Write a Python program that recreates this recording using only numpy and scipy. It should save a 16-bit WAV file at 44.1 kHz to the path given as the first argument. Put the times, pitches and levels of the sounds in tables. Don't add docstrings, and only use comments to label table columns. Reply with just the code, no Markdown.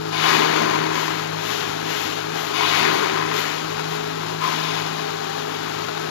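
import sys
import numpy as np
from scipy import signal
from scipy.fft import rfft, irfft, next_fast_len
from scipy.io import wavfile
from scipy.ndimage import map_coordinates

SR = 44100
rng = np.random.default_rng(int(sys.argv[2]) if len(sys.argv) > 2 else 0)


def wrap_up_sound(samples):
    columns = np.atleast_2d(samples).T
    tamed = np.clip(columns, -1, 1)
    steps = np.round(tamed * 32767).astype(np.int16)
    wavfile.write(sys.argv[1], SR, steps)


N = 269010


def cutter(empty_rate_hz=79.5, sag_hz=2.4, inertia_s=0.032):
    crush, load, leaves = feed()
    rate = empty_rate_hz - sag_hz * lagged(load ** 2, inertia_s)
    turns = np.cumsum(rate + 0.16 * wobble(6)) / SR
    machine = chop(load, turns) + crunch(crush, turns) + drone(load, turns) + draught(turns)
    return machine + torn_leaves(leaves) + stems(turns) + knocks() + squeal(turns) + rasp(turns)


# start, roller rise, roller hold, knife rise and knife hold in seconds,
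# then crush, knife load and leaf hiss in dB.
BUNDLES = [(0.116, 0.13, 0.061, 0.2085, .33, -1.4, 1.53, 2),
           (2.532, 0.11, 0.16, 0.277, 0.1975, -1.5, -0.27, -2.5),
           (4.406, 0.04, 0.32, 0.028, 0.018, -9, -9.5, -8.5)]

def feed(travel_s=0.022, roller_release_s=0.25, knife_release_s=0.4015):
    crush, load, leaves = [], [], []
    for s, rise, hold, knife_rise, knife_hold, crush_db, load_db, leaves_db in BUNDLES:
        crush.append(amp(crush_db) * swell(s, rise, hold, roller_release_s, bite=0.53))
        leaves.append(amp(leaves_db) * swell(s + travel_s, rise, hold, roller_release_s))
        load.append(amp(load_db) * swell(s + travel_s, knife_rise, knife_hold, knife_release_s))
    scraps = swell(*BUNDLES[0][:2], hold=N / SR, release=knife_release_s)
    return together(crush), together(load + [amp(-14) * scraps]), together(leaves + [amp(-12) * scraps])


# frequency in Hz, level in dB per Hz.
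CHOP_SPECTRUM = [(60, -86), (140, -65), (230, -59.5), (330, -54), (450, -57), (580, -55), (870, -54),
                 (1300, -55.5), (2200, -58), (4200, -66.5), (7000, -79), (14000, -85.5)]
# pitch in Hz, width in Hz, lift in dB.
HOUSING_MODES = [(404, 99, -1), (962, 66, 6.5), (1045, 28, 9.5), (1235, 24, 3), (1705, 70, 3),
                 (2230, 110, 3), (2444, 100, 2.5), (2970, 90, 3.5), (3370, 70, 2), (3760, 150, 5.5),
                 (4360, 140, 8), (4700, 51, 10), (5520, 81, -6), (6450, 640, 11)]

def chop(load, turns, detune=0.0076):
    cuts = snaps(per_second=600, spread_db=4, share=0.37)
    cuts *= strokes(turns, depth=0.71, decay=0.66, scatter_db=2)
    force = load * amp(0.32 * wobble(21.75)) * cuts + knots()
    sharp = (rng.random(1024) < 0.5)[turns.astype(int)]
    shifted = lambda ratio: [(hz * ratio, width, lift) for hz, width, lift in HOUSING_MODES]
    sharp_ring = radiate(force * sharp, CHOP_SPECTRUM, shifted(1 + detune))
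    flat_ring = radiate(force * ~sharp, CHOP_SPECTRUM, shifted(1 - detune))
    return sharp_ring + flat_ring


# start in seconds, burst in dB, knock in dB.
KNOTS = [(0.15, 5, 17), (0.23, 13, 25), (0.243, 20, 29), (0.27, 23, 17), (0.3494, 30, 25), (.362, 28, 8),
         (0.39, 19, 24), (0.561, 28, 24), (0.607, 4, 24), (0.694, 10, 19), (0.757, 22.5, 21),
         (0.785, 13, 25), (0.817, 8, 26), (0.863, 23, 25), (0.915, 10, 22), (0.977, 18, 26.5),
         (1.031, 11, 25), (1.08, 18, 29.5), (1.104, 5, 22), (2.546, 19, 20), (2.609, 9, 23),
         (2.621, 14, 26), (2.673, 25, 22), (2.784, 14, 22), (3.026, 12, 23), (3.088, 9, 23),
         (3.173, 11, 27), (3.187, 18, 21), (3.222, 4, 23), (3.319, 10, 19), (4.233, 2, 24), (4.428, 9, 22),
         (4.452, 11, 20)]

def knots(t60=0.038):
    force = np.zeros((2, N))
    t = np.arange(SR // 40) / SR
    for s, db, _ in KNOTS:
        burst = rng.standard_normal((2, len(t))) * amp(-60 * t / t60)
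        force[:, round(s * SR):][:, :len(t)] += amp(db) * burst / np.linalg.norm(burst[0])
    return force


# frequency in Hz, level in dB per Hz.
KNOCK_SPECTRUM = [(300, -77), (700, -72), (920, -49.5), (1050, -49.5), (1250, -56), (1600, -62),
                  (3000, -73), (7000, -93)]
# pitch in Hz, width in Hz, lift in dB.
BAR_MODES = [(1052, 45, 7)]

def knocks():
    force = np.zeros((2, N))
    for s, _, db in KNOTS:
        force[0, round(s * SR)] = amp(db)
    return radiate(force, KNOCK_SPECTRUM, BAR_MODES)


# peak time and half-length in seconds, then clang, boom and splinter in dB.
STEMS = [(0.271, 0.042, 2, -12, -4), (0.328, 0.034, -13, -0.5, -1), (0.382, 0.033, -14, -11, -5),
         (0.435, 0.044, -1.5, -1, -17), (0.57, 0.067, -19, -5, -16), (0.74, 0.028, -8, -6, -5.5),
         (0.944, 0.11, -13, -17, -11.5), (1.117, 0.07, -12, -22, -15), (1.21, 0.027, -21, -24, -14),
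         (2.562, 0.018, -10.5, -19, -16), (2.63, 0.032, -2.5, -1, -19), (2.736, 0.027, -17, -12, -1.5),
         (2.808, 0.021, -5.5, -9, -13), (2.85, 0.027, -13, -8, 3.5), (2.897, 0.025, -19, 3, -4),
         (3.046, 0.033, -8, -4, -11), (3.187, 0.055, -7, -13, -6.5), (3.288, 0.045, -9, -19, -8),
         (3.365, 0.038, -10, -8, -5), (3.48, 0.07, -19, -19, -8.5), (4.445, 0.042, -3.5, -13, -11),
         (4.53, 0.056, -11, -15.5, -20), (4.69, 0.05, -16, -17, -22)]
# frequency in Hz, level in dB per Hz.
CLANG_SPECTRUM = [(500, -92.5), (860, -62), (975, -45), (1055, -38.5), (1130, -55), (1215, -48.5),
                  (1450, -55.5), (2000, -75), (5000, -100)]
BOOM_SPECTRUM = [(200, -91.5), (330, -53.5), (385, -48), (425, -36.5), (470, -60), (700, -73), (3000, -110)]
SPLINTER_SPECTRUM = [(300, -77), (800, -73), (1200, -55.5), (1700, -53.5), (1950, -54), (2230, -53),
                     (2700, -62), (3400, -72), (5000, -68), (12000, -91)]

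def stems(turns):
    passing = np.array([bump(s, half_length) for s, half_length, *_ in STEMS])
    clang, boom, splinter = amp([row[2:] for row in STEMS]).T @ passing
    blows = lambda: rng.standard_normal((2, N)) * strokes(turns, depth=2, decay=0.25, scatter_db=3)
    return (clang * radiate(blows(), CLANG_SPECTRUM)
            + boom * radiate(blows(), BOOM_SPECTRUM)
            + splinter * radiate(blows(), SPLINTER_SPECTRUM))


# frequency in Hz, level in dB per Hz.
CRUNCH_SPECTRUM = [(200, -102.5), (550, -70), (750, -51), (1050, -55.5), (1600, -57), (3600, -58),
                   (4700, -60), (5600, -67.5), (7000, -73.5), (10500, -74.5), (14000, -84.5)]
# pitch in Hz, width in Hz, lift in dB.
ROLLER_MODES = [(1039, 38, 16), (1210, 34, 7), (2223, 75, 9.3), (2480, 110, 10), (2950, 80, 8.8),
                (3410, 54, 9.1), (3550, 70, 4.4), (3740, 130, 6.7), (4470, 140, 5), (4770, 70, 7),
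                (5260, 110, 4), (6480, 660, 8.6)]

def crunch(crush, turns):
    cracks = snaps(per_second=1200, spread_db=0.5, share=0.17)
    cracks *= strokes(turns, depth=0.087, decay=0.36, scatter_db=5)
    return crush * amp(0.65 * wobble(25)) * radiate(cracks, CRUNCH_SPECTRUM, ROLLER_MODES)


# start in seconds, hold in seconds, level in dB.
SQUEALS = [(0.125, 0.11, -6), (2.543, 0.15, 1.5)]
# frequency in Hz, level in dB per Hz.
SQUEAL_SPECTRUM = [(400, -93), (700, -66.5), (1400, -85), (2200, -68), (3700, -60), (5000, -75),
                   (12000, -84)]
# pitch in Hz, width in Hz, lift in dB.
SQUEAL_MODES = [(704, 40, 22), (2230, 75, 14), (2935, 70, 13)]

def squeal(turns, rise_s=0.033, release_s=0.071):
    gain = together(amp(db) * swell(s, rise_s, hold, release_s) for s, hold, db in SQUEALS)
    slips = snaps(per_second=1200, spread_db=2, share=0.3)
    slips *= strokes(turns, depth=0.5, decay=0.4, scatter_db=2)
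    return gain * radiate(slips, SQUEAL_SPECTRUM, SQUEAL_MODES)


# frequency in Hz, level in dB per Hz.
RASP_SPECTRUM = [(500, -94), (1000, -77), (1900, -86), (2800, -70), (3800, -68), (4400, -76), (5200, -73),
                 (7000, -84), (14000, -97)]

def rasp(turns, start_s=4.52):
    slips = snaps(per_second=900, spread_db=3, share=0.3)
    slips *= strokes(turns, depth=0.5, decay=0.4, scatter_db=3)
    gain = swell(start_s, rise=0.14, hold=0.09, release=0.15)
    return gain * radiate(slips, RASP_SPECTRUM, ROLLER_MODES)


# frequency in Hz, level in dB per Hz.
LEAF_SPECTRUM = [(100, -94.5), (300, -64.5), (700, -59), (1200, -61), (3000, -58), (4100, -61),
                 (4900, -66.5), (7000, -68), (10000, -80.5), (14000, -75.5)]

def torn_leaves(gain):
    flutter = amp(0.55 * wobble(18))
    return gain * flutter * radiate(snaps(per_second=1500, spread_db=1, share=0.39), LEAF_SPECTRUM)


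# multiple of the stroke rate, level in dB, waver in dB.
KNIFE_TONES = [(3, -41, 14), (4, -34, 0.5), (5, -36, 3.5), (6, -37, 6.5), (9, -37, 8)]

def drone(load, turns, cover_hz=389, width_hz=24, lift_db=8):
    hum = load * tones(turns, KNIFE_TONES, waver_rate=15, drift=0.18)
    return centred(filtered(hum, lambda hz: amp(resonance(hz, cover_hz, width_hz, lift_db))))


# frequency in Hz, level in dB per Hz.
AIR_SPECTRUM = [(20, -91), (70, -77.5), (130, -71), (190, -68), (290, -63), (450, -58.5), (560, -64.5),
                (900, -60), (1550, -62), (1950, -68.5), (3900, -68), (5500, -73.5), (10000, -84),
                (14000, -86)]
# pitch in Hz, width in Hz, lift in dB.
DUCT_MODES = [(275, 40, 4), (365, 50, 3), (742, 30, 4), (790, 30, 3), (845, 35, 3), (895, 40, 3),
              (1105, 45, 3), (1320, 110, 3), (2500, 60, 3), (3750, 260, 2), (4480, 200, 2.5),
              (5260, 160, 3), (6430, 220, 3.5), (7100, 240, 3.5)]

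def draught(turns):
    puffs = snaps(per_second=700, spread_db=3.5, share=0.3)
    puffs *= strokes(turns, depth=0.45, decay=0.6, scatter_db=3)
    return amp(0.79 * wobble(16)) * radiate(puffs, AIR_SPECTRUM, DUCT_MODES)


# start, rise and hold in seconds, hiss in dB, drag in turns per second.
HANDFULS = [(0.904, 0.05, 0.14, -2.5, 0.067), (1.331, 0.18, 0.028, 1, 0.9), (1.84, 0.068, 0.13, -0.5, 0.91),
            (2.319, 0.064, 0.1, -4, 0.76), (2.642, 0.1, 0.041, -4.5, 0.3),
            (2.855, 0.088, 0.039, -10, 0.574), (3.293, 0.084, 0.042, 1, 0.658),
            (3.81, 0.11, 0.043, -8, 0.31), (4.38, 0.049, 0.083, -6.5, 0.081),
            (4.689, 0.5, 0.73, -14.5, 0.46)]
# time in seconds, second and fifth harmonic in dB.
WHINE_LEVELS = [(0, -36, -48), (.9, -32, -52), (1.55, -50.5, -58), (2.1, -34.5, -57), (2.7, -47, -39),
                (3.65, -41.5, -59), (4.5, -42, -51), (4.75, -43, -39), (5.1, -45, -37.5), (5.38, -44, -34),
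                (5.5, -46.5, -50)]
# multiple of the turning rate, level in dB, waver in dB.
ROTOR_TONES = [(1, -70, 7), (2, -48.5, 6), (4, -57.5, 18), (5, -47, 7.5), (7, -46.5, -8), (8, -34, 4),
               (9, -56, -3), (12, -43, -4), (13, -43.5, 5), (21, -74, 2)]

def second_rotor(blades=3, empty_rate_hz=53.15, inertia_s=0.065, blade_db=-34, choke_db_per_hz=12):
    passes = [(swell(s, rise, hold, release=0.1619), db, drag) for s, rise, hold, db, drag in HANDFULS]
    sag_hz = lagged(together(drag * gain for gain, _, drag in passes), inertia_s)
    turns = np.cumsum(empty_rate_hz - sag_hz) / SR
    harmonic = lambda order: unit(np.sin(2 * np.pi * order * blades * turns + 0.28 * wobble(11)))
    blade_tone = amp(blade_db - choke_db_per_hz * sag_hz + 0.7 * wobble(11)) * harmonic(1)
    second_db, fifth_db = curves(WHINE_LEVELS)
    whine = amp(second_db + wobble(13)) * harmonic(2) + amp(fifth_db + wobble(8)) * harmonic(5)
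    hum = blade_tone + whine + tones(turns, ROTOR_TONES, waver_rate=7, drift=0.3)
    hiss = torn_leaves(together(amp(db) * gain for gain, db, _ in passes))
    return hiss + centred(hum)


# peak time in seconds, half-length in seconds, level in dB.
SPURTS = [(0.315, 0.07, -3), (1.033, 0.073, -6), (1.504, 0.088, -1.5), (1.988, 0.084, -2.5),
          (2.43, 0.069, -4), (2.77, 0.089, -2), (2.955, 0.046, -2), (3.4, 0.055, 1.5), (3.93, 0.055, -10),
          (4.478, 0.066, -5)]
# frequency in Hz, level in dB per Hz.
CHAFF_SPECTRUM = [(1000, -91), (3500, -81), (5500, -78), (7000, -76.5), (10000, -78), (14000, -75)]

def chaff_spray():
    gain = together(amp(db) * bump(s, half_length) for s, half_length, db in SPURTS)
    flutter = amp(0.9 * wobble(35))
    return gain * flutter * radiate(snaps(per_second=1400, spread_db=2, share=0.45), CHAFF_SPECTRUM)


def yard(x, echo_db=-13, t60=0.12, low_cut_hz=700):
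    t = np.arange(SR // 8) / SR
    tail = rng.standard_normal(len(t)) * amp(-60 * t / t60) * (t > 0.002)
    echo = signal.fftconvolve(x, tail[None] / np.linalg.norm(tail), axes=1)[:, :N]
    return x + amp(echo_db) * filtered(echo, lambda hz: hz ** 2 / (hz ** 2 + low_cut_hz ** 2))


# frequency in Hz, likeness of left and right from 0 to 1.
STEREO_LIKENESS = [(30, .8), (70, 1), (200, 0.93), (700, 0.94), (1500, 0.91), (2200, 0.75), (3000, 1),
                   (4500, 0), (7000, 0.1), (14000, 0)]

def radiate(force, spectrum, modes=(), size=8192):
    hz = np.fft.rfftfreq(size, 1 / SR)
    db = along(spectrum, hz) + sum(resonance(hz, *mode) for mode in modes)
    cepstrum = irfft(np.log(amp(db) * np.sqrt(SR / 2)))
    fold = np.r_[1, np.full(size // 2 - 1, 2), 1, np.zeros(size // 2 - 1)]
    ring = irfft(np.exp(rfft(cepstrum * fold)))
    left, other = signal.fftconvolve(force, ring[None], axes=1)[:, :N]
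    likeness = lambda f: np.interp(f, hz, along(STEREO_LIKENESS, hz))
    right = filtered(left, likeness) + filtered(other, lambda f: np.sqrt(1 - likeness(f) ** 2))
    return np.array([left, right])


def snaps(per_second, spread_db, share):
    happens = rng.random(N) < per_second / SR
    sizes = amp(spread_db * rng.uniform(-0.44, 1, N))
    clicks = unit(happens * sizes * rng.choice([-1, 1], (2, N)))
    return np.sqrt(share) * clicks + np.sqrt(1 - share) * rng.standard_normal((2, N))


def strokes(turns, depth, decay, scatter_db):
    sizes = amp(scatter_db * rng.standard_normal(1024))
    return unit(1 + depth * sizes[turns.astype(int)] * np.exp(-(turns % 1) / decay))


def tones(turns, rows, waver_rate, drift):
    hum = np.zeros(N)
    for multiple, db, waver_db in rows:
        waver = amp(waver_db * np.tanh(wobble(waver_rate)))
        phase = 2 * np.pi * multiple * turns + drift * wobble(waver_rate)
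        hum += amp(db) * unit(waver * np.sin(phase))
    return hum


def swell(s, rise, hold, release, bite=0, bite_s=0.0094):
    t = np.arange(N) / SR - s
    attack = bite * np.clip(t / bite_s, 0, 1) + (1 - bite) * np.clip(t / rise, 0, 1)
    return attack * np.exp(-np.maximum(t - rise - hold, 0) / release)


def bump(s, half_length):
    return np.exp(-((np.arange(N) / SR - s) / half_length) ** 2)


def wobble(rate):
    return map_coordinates(rng.standard_normal(int(N * rate / SR) + 4), [np.arange(N) * rate / SR])


def lagged(x, lag_s):
    keep = np.exp(-1 / (lag_s * SR))
    return signal.lfilter([1 - keep], [1, -keep], x)


def resonance(hz, centre, width, lift):
    return lift / (1 + (2 * (hz - centre) / width) ** 2)


def filtered(x, response):
    size = next_fast_len(N + SR // 4)
    return irfft(rfft(x, size) * response(np.fft.rfftfreq(size, 1 / SR)), size)[..., :N]


def along(points, hz):
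    freqs, values = np.transpose(points)
    return np.interp(np.log(hz + 1), np.log(freqs + 1), values)


def curves(rows):
    times, *columns = np.transpose(rows)
    return [np.interp(np.arange(N) / SR, times, column) for column in columns]


def together(gains):
    return np.sqrt(sum(gain ** 2 for gain in gains))


def centred(x):
    return np.array([x, x])


def amp(db):
    return 10 ** (np.asarray(db) / 20)


def unit(x):
    return x / np.sqrt(np.mean(x ** 2) + 1e-20)


def scene():
    return yard(cutter() + second_rotor() + chaff_spray())


def record(dry, muffle_hz=305, lag_s=0.00052, ceiling=0.85, gap_hz=(7650, 9400), top_hz=14350):
    right = filtered(dry[1], lambda hz: np.exp(-2j * np.pi * hz * lag_s) / (1 + 1j * hz / muffle_hz))
    ports = np.array([dry[0], right])
    soft_clipped = ports / (1 + np.abs(ports / ceiling) ** 6) ** (1 / 6)
    return filtered(soft_clipped, lambda hz: ((hz < gap_hz[0]) | (hz > gap_hz[1])) & (hz < top_hz))


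dry = scene()
out = record(dry)
wrap_up_sound(out)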